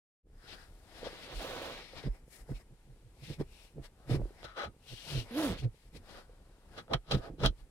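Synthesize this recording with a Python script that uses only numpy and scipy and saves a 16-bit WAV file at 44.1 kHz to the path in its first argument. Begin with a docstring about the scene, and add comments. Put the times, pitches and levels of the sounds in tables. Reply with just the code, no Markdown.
"""Seat belt in a parked car

A seat belt is drawn across the cabin, right beside a hand-held phone, over a faint rumble and hiss.
A sleeve swishes as its fibres catch and slip. The webbing hisses, its folds snap straight, it thumps
dully as it goes taut, and on one quick pull its ribs zip through the guide.
At the end the plastic buckle parts scrape and clack three times."""
import sys
import numpy as np
from scipy import signal
from scipy.fft import rfft, irfft, next_fast_len
from scipy.io import wavfile

SR = 44100
rng = np.random.default_rng(int(sys.argv[2]) if len(sys.argv) > 2 else 0)


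def to_wav(s):
    """Save 16-bit WAV."""
    ch = np.atleast_2d(s).T  # columns
    pcm = np.round(np.clip(ch, -1, 1) * 32767)  # PCM
    wavfile.write(sys.argv[1], SR, pcm.astype(np.int16))


N = 339570
TIME = np.arange(N) / SR
SIZE = next_fast_len(N + 8192, True)
FREQ = np.maximum(np.arange(SIZE // 2 + 1) * SR / SIZE, 1)
SIDES = np.array([[.5], [-.5]])  # splits a pan_db, always left minus right, over the two microphone ports
LEFT_LEAD_SAMPLES = 5
MIC_OPEN_S = 0.231


def undb(db):
    """Decibels to gain."""
    return 10 ** (np.asarray(db) / 20)


def unit(x):
    """Scale to rms 1."""
    return x / np.sqrt(np.mean(x ** 2))


def panned(pan_db):
    """Equal-power gains for left and right."""
    return unit(undb(SIDES * pan_db))


def contour(table, column=1):
    """An EQ curve: one table column, drawn over log frequency."""
    rows = np.array(table, float)
    return np.interp(np.log(FREQ), np.log(rows[:, 0]), rows[:, column])


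def sound(spectrum):
    """From a spectrum back to samples."""
    return irfft(spectrum, SIZE)[..., :N]


def below(hz):
    """The low side of a smooth crossover."""
    return 1 / (1 + (FREQ / hz) ** 8)


def walk(rate):
    """Random drift with a spread near 1 and `rate` turning points a second."""
    knots = rng.standard_normal(4096)
    return np.interp(TIME * rate, np.arange(len(knots)), knots)


def contact(t, rise, hold, fall):
    """Contact builds, holds, then breaks off ever faster."""
    away = np.maximum(-t, 0) / rise + np.maximum(t - hold, 0) / fall
    return np.exp(-away ** 1.2)


def bump(t, half_s):
    """A smooth swell and fade around time zero."""
    return 1 / np.cosh(np.clip(1.287 * t / half_s, -20, 20))


def grains(rate, spread_db):
    """Tiny slips at random moments, a few far larger than the rest."""
    slips = (rng.random(N) < rate / SR) * rng.choice([-1, 1], N)
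    return unit(slips * undb(spread_db * np.minimum(rng.exponential(size=N), 4)))


def singing(hz, width_hz):
    """Noise in a narrow, moving resonance, unrelated left and right."""
    smooth = signal.butter(3, width_hz / 2, fs=SR, output="sos")
    drift = signal.sosfilt(smooth, rng.standard_normal((2, 2, N)))
    phase = 2 * np.pi * np.cumsum(hz + np.zeros(N)) / SR
    return unit(drift[0] * np.cos(phase) + drift[1] * np.sin(phase))


def left_first(x):
    """Mono to stereo, reaching the left port slightly early."""
    return np.array([np.roll(x, -LEFT_LEAD_SAMPLES), x])


def ports(common, own, apart_hz):
    """Spectra at the two microphone ports: lows are shared, highs differ."""
    shared = below(apart_hz) * .5 + .5 / (1 + (FREQ / apart_hz) ** 2)
    return np.sqrt(shared) * rfft(left_first(common), SIZE) + np.sqrt(1 - shared) * rfft(own, SIZE)


def cabin():
    """Room tone of the closed car: a faint wavering rumble under a steady hiss."""
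    # spectrum of the cabin air: freq_hz, level_db
    air_tone = [(15, -45), (25, 8.5), (55, -2.5), (136, -14), (289, -20.5), (410, -20.5), (614, -28),
                (826, -25), (1080, -30.5), (1850, -31), (6380, -39), (9050, -35.5), (12800, -43),
                (15500, -54.5)]
    spectrum = ports(rng.standard_normal(N), rng.standard_normal((2, N)), apart_hz=1670)
    air = unit(sound(spectrum * undb(contour(air_tone))))
    rumble = sound(rfft(air, SIZE) * below(610))
    fade_in = np.clip((TIME - MIC_OPEN_S) / 0.15, 0, 1)
    hiss = (air - rumble) * fade_in * undb(-60 + SIDES * 3.3)
    return hiss + rumble * undb(-58.5 + 2.9 * walk(rate=17))


def fidgets():
    """Tiny dull taps at random as the fingers shift their grip."""
    # colour of a finger tap: freq_hz, level_db
    tap_tone = [(60, -14), (130, 7), (240, -6), (450, 1), (650, -11.5), (1000, -27.5), (4000, -56)]
    taps = sound(rfft(grains(rate=35, spread_db=3.0), SIZE) * undb(contour(tap_tone)))
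    return unit(taps) * undb(-72 + SIDES * -2.5)


def rub(gains, tone, rate, spread_db, flutter_db):
    """Fibres catch and let go: the cloth's hiss, body and air share the same uneven grip."""
    slips = [grains(rate, spread_db) for _ in range(3)]
    colour = undb(contour(tone) + SIDES * contour(tone, column=2))
    spectrum = ports(slips[0], np.array(slips[1:]), apart_hz=2780) * colour
    power = 2 * abs(spectrum.mean(0)) ** 2 / (SIZE * N)
    low, high = below(1450), below(6700)
    # hiss, body, air: filter, then the span that sets its level, from_hz, to_hz
    bands = [(high - low, 3300, 4700), (low, 700, 1400), (1 - high, 7000, 15000)]
    cloth = 0
    for gain, (band, from_hz, to_hz) in zip(gains, bands):
        rms = np.sqrt(power[(FREQ > from_hz) & (FREQ < to_hz)].sum())
        cloth = cloth + sound(spectrum * band) / rms * gain
    return cloth * undb(flutter_db * walk(rate=97))


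def sleeve():
    """Swishes on the left, hissier when firm, coloured by the hollow between cloth and phone."""
    # sleeve and slack belt brushing by:
    # start_s, level_db, hold_s, rise_s, extra_body_db, extra_air_db, extra_hollow_db, hollow_hz
    swishes = [ (0.461, -70, 0.16, 0.043, 0.5, -1, 6.5, 1595),
               (0.491, -57.5, .045, 0.015, -5, -11, -6, 2600), (0.531, -63, .018, 0.013, 5.5, -2, 3, 1200),
               (0.65, -82, 0.23, 0.048, 3.5, 2.5, -5, 1896), (0.97, -63, 0.27, .06, 4, -0.5, 0.5, 1923),
               (1.049, -53.5, 0.026, 0.016, 9, -13, -3, 1800),
               (1.231, -58.5, 0.034, .015, -7, -2, -6, 2210), (1.359, -55, 0.043, .014, -10, 3.5, -7, 2250),
               (1.72, -61, 0.15, 0.11, -1.5, -5, 1, 2186), (1.977, -56, 0.019, 0.025, 5.5, -4, -0.5, 2030),
               (2.04, -62.5, 0.027, 0.016, 5, -5, 4, 1843), (2.147, -80, 0.0095, 0.031, 7, 3.5, 7.5, 2130),
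               (2.335, -68.5, .025, .021, -2.5, 11.5, 2.5, 2060),
               (2.394, -78, .02, 0.017, 4.5, 10, 7, 1950), (2.502, -76, .015, 0.022, 11.5, 6, 6.5, 1740),
               (2.556, -68, .02, .014, -3, 1, 1.5, 2500), (2.601, -80, 0.013, 0.0118, 8, 6, 8.5, 1950),
               (2.751, -89.5, 0.36, 0.032, -3.5, -5, -7, 2000),
               (3.185, -79.5, 0.052, 0.038, -3, 1, -4, 2300),
               (3.244, -60.5, 0.096, 0.02, -6, 0.5, 0.5, 2320),
               (3.404, -64, .012, 0.0098, 10.5, 1, 5, 1952), (3.545, -70.5, 0.1, .05, -3.5, 2, 1.5, 2600),
               (3.846, -62, 0.014, 0.012, 1.5, 1.5, 0, 1840), (4.002, -83, 0.069, 0.034, 7, -2.5, -4, 1600),
               (4.219, -79, .13, .02, 6.5, 0.5, -4, 1700), (4.106, -53.5, 0.049, 0.013, 8.5, 3, 4, 2090),
               (4.397, -73, 0.053, 0.029, 5.5, -1, 7, 2010),
               (4.84, -74.5, 0.023, 0.03, -3.5, -1.5, -5.5, 2640),
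               (4.887, -58, 0.17, 0.017, -8, 0.5, -0.5, 3094),
               (5.09, -50.5, 0.036, 0.024, 1, 3.5, -5, 3024), (5.152, -48.5, .05, 0.027, -3, 1.5, 0, 2957),
               (5.27, -74.5, 0.046, .02, 11, 4, 8.5, 1980), (5.588, -54.5, 0.015, 0.014, -14, -3, -8, 2520),
               (5.631, -63, .018, 0.00756, 4, -6, -0.5, 2283),
               (5.747, -80, 0.13, 0.019, -14, -0.5, -3, 2100),
               (5.955, -63, .015, 0.013, -2, 1.5, 0.5, 2170), (6.103, -65, 0.086, 0.04, 6, -1.5, 1.5, 1650),
               (6.3, -86, 0.44, 0.042, 5.5, -4, -4, 1590), (6.751, -71, .04, .035, 8, -1, 2, 1804),
               (7.17, -63.5, .01, 0.022, -3, -2.5, 0, 1570), (7.24, -66, 0.019, .025, 6.5, -5, 5.5, 1443),
               (7.592, -77, 0.016, 0.023, 0.5, -0.5, -3, 1930)]
    # how hiss, body, air, hollow and whisper grow with force: firm_level_db, force_exponent
    growth = [(-61, 0.94), (-64, 0.64), (-67.5, 0.57), (-62.5, .72), (-70.5, 0.74)]
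    # colour of the sleeve: freq_hz, level_db, pan_db
    sleeve_tone = [(150, -8, 29.5), (457, 3, -0.5), (710, 2, 5), (1090, -3.5, 5), (2030, 3.5, 1.5),
                   (2740, 10, 2.5), (3460, 7, 12.5), (4200, 3, 21), (5120, -10.5, 38), (6680, -9, 17),
                   (9400, -11.5, 19.5), (11900, -15, 19.5), (15500, -24.5, 15)]
    firm_swish_db = -59.5
    energy, weighted_hz = np.full((5, N), 1e-20), np.zeros(N)
    for s, db, hold, rise, body_db, air_db, hollow_db, hz in swishes:
        near = slice(max(int((s - .45) * SR), 0), int((s + .8) * SR))
        force = undb(db - firm_swish_db) * contact(TIME[near] - s, rise, hold, fall=.8 * rise)
        extras_db = [0, body_db, air_db, hollow_db, hollow_db]
        gains = np.array([undb(firm_db + extra_db) * force ** exponent
                          for (firm_db, exponent), extra_db in zip(growth, extras_db)])
        energy[:, near] += gains ** 2
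        weighted_hz[near] += hz * gains[3] ** 2
    *cloth_gains, hollow_gain, whisper_gain = np.sqrt(energy)
    hollow_hz = np.maximum(weighted_hz / energy[3], 1000)  # overlapping swishes blend their pitches
    whisper_hz = 4180 + 0.49 * hollow_hz  # the hollow's upper resonance
    hollow = singing(hollow_hz, width_hz=700) * hollow_gain * undb(1.5 + SIDES * 2.5)
    whisper = singing(whisper_hz, width_hz=620) * whisper_gain * undb(SIDES * 9.4)
    return rub(cloth_gains, sleeve_tone, rate=14000, spread_db=2.0, flutter_db=.8) + hollow + whisper


def snaps():
    """Each fold snaps straight with a short, dull tap at its own pitch and a weaker overtone."""
    # folds of the belt: start_s, level_db, pitch_hz
    folds = [(1.03, -34, 476), (1.068, -31.5, 494), (1.13, -41.5, 410), (1.447, -34.5, 520),
             (1.617, -36.5, 557), (1.934, -42.5, 535), (2.038, -38.5, 430), (2.492, -38.5, 477),
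             (3.406, -34, 290), (3.411, -25, 395), (3.782, -43, 447), (4.096, -27.5, 297.5),
             (4.118, -44, 384), (4.145, -26, 300.6), (4.196, -33, 440), (4.216, -36, 587),
             (4.255, -39, 369), (4.306, -45.5, 394), (5.628, -39, 396), (6.295, -49.5, 464),
             (7.3, -39, 306), (7.337, -43, 304), (7.383, -44.5, 380), (7.413, -34, 530)]
    taps, t = np.zeros(N), TIME[:4096]
    attack = 1 - np.exp(-t / 0.0007)
    for s, db, hz in folds:
        fundamental = np.sin(2 * np.pi * hz * t) * np.exp(-t / 0.0041)
        overtone = 0.12 * np.sin(2 * np.pi * 1.42 * hz * t) * np.exp(-t / 0.003)
        taps[int(s * SR):][:len(t)] += undb(db) * (fundamental + overtone) * attack
    return taps * undb(4.0 + SIDES * -2.5)


def webbing():
    """Coarse hiss of the running belt; harder pulling brightens it, with the top on the right."""
    # effort curves of the long slow pull and the quick one: time_s, level_db
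    pulls = [
        [(1.1, -61), (1.232, -65.5), (1.256, -63.5), (1.324, -53.5), (1.376, -62), (1.416, -49), (1.514, -50.5),
         (1.61, -51.5), (1.636, -50), (1.824, -58), (1.84, -68)],
        [(5.29, -65), (5.39, -47), (5.402, -47), (5.45, -45.5), (5.532, -51.5), (5.57, -55.5)],
    ]
    # how hiss, body and air grow with effort: taut_level_db, effort_exponent
    growth = [(-55, 0.78), (-50, 1.12), (-59.5, 1.9)]
    # colour of the webbing: freq_hz, level_db, pan_db
    webbing_tone = [(116.6, 1, 8.5), (305, 4.5, -2.5), (490, 10.5, -5), (810, 4.5, -4), (1370, 2, -0.5),
                    (2380, -1.5, -11), (3430, 1, -8), (4020, -1, 1), (5740, -16.5, 13.5), (7700, -24.5, 10),
                    (10100, -26, 2), (15500, -36, -9)]
    taut_db, fade_s = -50, 0.073
    effort = np.zeros(N)
    for s, db in map(np.transpose, pulls):
        fade = np.clip(np.minimum(TIME - s[0], s[-1] - TIME) / fade_s + .5, 0, 1)
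        effort += fade * undb(np.interp(TIME, s, db) - taut_db)
    hiss, body, air = (undb(db) * effort ** exponent for db, exponent in growth)
    gains = [hiss * panned(4.5), body * undb(1.2 * walk(rate=46)), air * panned(-6.5)]
    return rub(gains, webbing_tone, rate=7000, spread_db=2.5, flutter_db=0.1)


def thumps():
    """Each tug swings the belt, sagging in pitch, and crumples the cloth; a deep sway follows."""
    # the belt tugging against seat and arm: peak_s, swing_db, swing_hz, half_length_s, crumple_db, sway_db
    tugs = [ (1.343, -59.5, 124, 0.019, -52, -37), (2.069, -32.5, 131.4, 0.011, -34.5, -30),
            (2.517, -34, 133, 0.011, -38, -38.5), (2.725, -58.5, 121, .022, -58.5, -68),
            (2.904, -54, 131, .019, -61, -57), (3.066, -55.5, 119, 0.015, -79, -68),
            (3.235, -47.5, 131.8, .01, -56.5, -62), (3.307, -43, 146, .016, -40.5, -58),
            (3.407, -32.5, 146.8, 0.011, -34.5, -58), (3.787, -42.5, 146.1, .016, -41.5, -62),
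            (4.124, -28, 122, 0.016, -29.5, -39), (4.161, -30, 140, 0.014, -34, -43),
            (4.208, -36, 119.5, 0.0179, -38, -31.5), (4.451, -50.5, 120, 0.0059, -57, -62),
            (4.675, -55.5, 69.7, 0.017, -47, -54), (4.93, -43, 122, .013, -47, -58),
            (5.168, -33.5, 129.4, .032, -36.5, -55), (5.518, -64, 108, 0.026, -34.5, -50),
            (5.602, -43, 65.4, 0.014, -64, -53), (5.656, -26, 121.8, .015, -38.5, -54),
            (5.956, -61, 132, 0.016, -47.5, -54), (6.79, -56, 125.1, 0.022, -51, -59),
            (6.928, -50, 144, .016, -39, -44), (6.953, -29.5, 136, 0.0087, -35, -46),
            (7.154, -29, 132.5, 0.02, -28, -40), (7.309, -57, 71, 0.031, -46.5, -49),
            (7.448, -27.5, 132.5, .021, -27, -25.5), (7.501, -37.5, 75.2, 0.011, -55.5, -48),
            (7.6, -68, 110.5, .02, -69, -47.5)]
    # colour of crumpling cloth: freq_hz, level_db
    crumple_tone = [(40, 7), (130, 3.5), (200, 1.5), (260, -3), (430, -4), (620, -12.5), (950, -32.5),
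                    (2500, -43), (8000, -57)]
    sag_per_s = 1.3
    sway_hz, sway_lag_s, sway_half_s = 41, .032, 0.017
    swing, crumple = np.zeros((2, N)), np.zeros(N)
    for s, db, hz, half_s, crumple_db, sway_db in tugs:
        near = slice(int((s - .15) * SR), int((s + .2) * SR))
        t = TIME[near] - s
        swell, late = bump(t, half_s), t - sway_lag_s
        belt = np.cos(2 * np.pi * hz * t * (1 - sag_per_s * t) + SIDES * 0.58)
        sway = np.cos(2 * np.pi * sway_hz * late + SIDES * 0.5)
        swing[:, near] += undb(db) * swell * belt + undb(sway_db) * bump(late, sway_half_s) * sway
        crumple[near] += undb(crumple_db) * swell
    cloth = unit(sound(rfft(grains(rate=2500, spread_db=3.5), SIZE) * undb(contour(crumple_tone))))
    return (np.sqrt(2) * swing + crumple * cloth) * undb(SIDES * -3.4)


def stick_slip(rate, jitter, spread_db):
    """A creak: slips follow each other at uneven intervals, each with its own size."""
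    gap, size = rng.uniform(-1, 1, (30000, 2)).T
    at = np.cumsum(np.exp(jitter * gap) * SR / rate).astype(int)
    return unit(np.bincount(at[at < N], undb(spread_db * size[at < N]), N))


def plastic_ring():
    """Stereo response of the buckle's plastic: resonances of alternating polarity, at unit power."""
    # resonances of the plastic: pitch_hz, width_hz, level_db, pan_db
    modes = [(474, 224, 1, -8), (657, 92, 4, -10), (825, 81, -1, -7), (1266, 61, 3.5, -1),
             (1460, 136, -4, -1.5), (1703, 260, -7.5, -3.5), (1990, 600, -11.5, -2.5), (2585, 90, -15, 4),
             (3100, 550, -10, 14.5), (3217, 280, 3.5, -2.5), (3320, 260, -9.5, 15.5), (4000, 180, 0, 3.5),
             (4320, 610, -7, -2), (5560, 1070, -19.5, 13), (6280, 240, -14, 4), (9400, 7100, -34, 10)]
    body = 0
    for k, (hz, width, db, pan_db) in enumerate(modes):
        resonance = (-1) ** k / (1 + 1j * (FREQ ** 2 - hz ** 2) / (FREQ * width))
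        body = body + undb(db + SIDES * pan_db) * resonance
    return body / np.sqrt(np.mean(abs(body) ** 2))


def buckle():
    """Stick-slip scrapes and sharp catches ring the same plastic, each with its own brightness."""
    # plastic dragging on plastic and webbing:
    # start_s, level_db, rise_s, hold_s, fall_s, treble_db, bass_db, pan_db
    scrapes = [ (4.444, -45, 0.0062, 0.009, 0.0053, -1.5, 1.5, 8),
               (4.458, -46, 0.0087, 0.039, 0.051, -15, -13, 9.5),
               (4.575, -33.5, 0.0083, .074, 0.014, -12.5, -4, 7.5),
               (6.151, -51, 0.012, 0.048, 0.019, -32, -9, -2),
               (6.782, -37.5, 0.011, .006, 0.014, -6.5, -6.5, 4.5),
               (6.915, -43, 0.012, 0.026, 0.01, -11.5, 13.5, 9),
               (6.934, -20.5, 0.00041, 0.0062, 0.0058, -8, -15.5, 0.5),
               (7.112, -36.5, 0.0013, 0.01, .0054, 5.5, 0, 0.5),
               (7.136, -33.5, 0.026, 0.014, 0.0067, -4.5, -1, 7.5),
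               (7.232, -50.5, 0.061, 0.051, .013, -21, 4.5, 1.5),
               (7.402, -44.5, .0096, 0.027, .012, -5, 2.5, 9.5),
               (7.436, -26, 0.0039, 0.023, 0.0024, -10, -3, 9),
               (7.459, -33.5, 0.0033, 0.0077, 0.0098, 5.5, -13, 2.5)]
    # sharp catches of the plastic: start_s, level_db, treble_db
    catches = [(4.43, -20, -5), (6.88, -26.5, -18), (6.936, -7, 0), (7.110, -7.5, -20), (7.450, -3, -7.5),
               (7.461, 0, 6.5)]
    push = np.zeros((3, 2, N))  # bass, middle and treble at each port
    for s, db, rise, hold, fall, treble_db, bass_db, pan_db in scrapes:
        near = slice(int((s - .2) * SR), int((s + .3) * SR))
        force = contact(TIME[near] - s, rise, hold, fall) * undb(db + SIDES * pan_db)
        push[..., near] += force * undb([bass_db, 0, treble_db])[:, None, None]
    slips = stick_slip(rate=1000, jitter=1.1, spread_db=4.0)
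    drive = (left_first(slips) + 0.85 * rng.standard_normal((2, N))) * push
    for s, db, treble_db in catches:
        at = int(s * SR)
        drive[:, [0, 1], [at - LEFT_LEAD_SAMPLES, at]] += undb([db, db, db + treble_db])[:, None]
    bass, middle, treble = rfft(drive, SIZE)
    low, high = below(1000), below(2340)
    excitation = bass * low + middle * (high - low) + treble * (1 - high)
    clack = sound(excitation * plastic_ring()) * undb(-2.1)
    peak_limit = .18  # softly rounds off the loudest clacks
    return peak_limit * np.tanh(clack / peak_limit)


def guide_zip(hiss):
    """Ribs bump over the guide, chopping the hiss, and threads whistle; both fall as the pull slows."""
    # the weave singing on the quick pull: time_s, rib_rate_hz, level_db, whistle_hz
    quick_pull = [(5.31, 216.1, -45, 11000), (5.35, 253, -40.5, 11600), (5.381, 314, -30.5, 11200),
                  (5.42, 320.3, -35, 10300), (5.451, 289, -31.5, 9800), (5.48, 228.5, -35.5, 9000),
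                  (5.519, 169.7, -39.5, 8300), (5.56, 137.8, -59, 7500)]
    s, rib_hz, db, whistle_hz = np.transpose(quick_pull)
    force = undb(np.interp(TIME, s, db, left=-200, right=-200))
    rib_rate = np.interp(TIME, s, rib_hz) * (1 + 0.038 * walk(rate=300))
    phase = 2 * np.pi * np.cumsum(rib_rate) / SR
    buzz = np.sin(phase) + undb(-8.5) * np.sin(2 * phase + 0.76 * walk(rate=350))
    buzz += undb(-31) * np.sin(3 * phase + 1.9 * walk(rate=240))
    whistle = singing(np.interp(TIME, s, whistle_hz), width_hz=1700) * undb(-22.0 + SIDES * -7)
    chop = 1 + .6 * np.sqrt(force / force.max()) * np.sin(phase)
    return unit(buzz) * force * undb(SIDES * -1.2) + (hiss + whistle * force) * chop


def upholstery(x, t60_s, wet_db):
    """A very short, dull cabin reverb with little bass, so the thumps stay dry."""
    t = TIME[:8192]
    tail = rng.standard_normal((2, len(t))) * np.exp(-np.log(1000) * t / t60_s) * (t > .003)
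    tail /= np.sqrt(np.sum(tail ** 2, axis=1, keepdims=True))
    colour = 1 / (1 + 1j * FREQ / 4000) / (1 + 300 / (1j * FREQ)) ** 2
    return x + undb(wet_db) * sound(rfft(x, SIZE) * rfft(tail, SIZE) * colour)


def scene():
    """Close cloth, belt and buckle in the cabin's reverb, over its room tone."""
    close = sleeve() + guide_zip(webbing()) + thumps() + snaps() + fidgets() + buckle()
    return upholstery(close, t60_s=0.069, wet_db=-8.0) + cabin()


def record(dry):
    """The phone opens its microphone, drops the deepest rumble and cuts the top."""
    opened = dry * np.clip((TIME - MIC_OPEN_S) / 0.037, 0, 1)
    low_cut = signal.butter(2, 18, "high", fs=SR, output="sos")
    high_cut = signal.ellip(10, .2, 70, 15800, fs=SR, output="sos")
    return signal.sosfilt(high_cut, signal.sosfilt(low_cut, opened))


dry = scene()
out = record(dry)
to_wav(out)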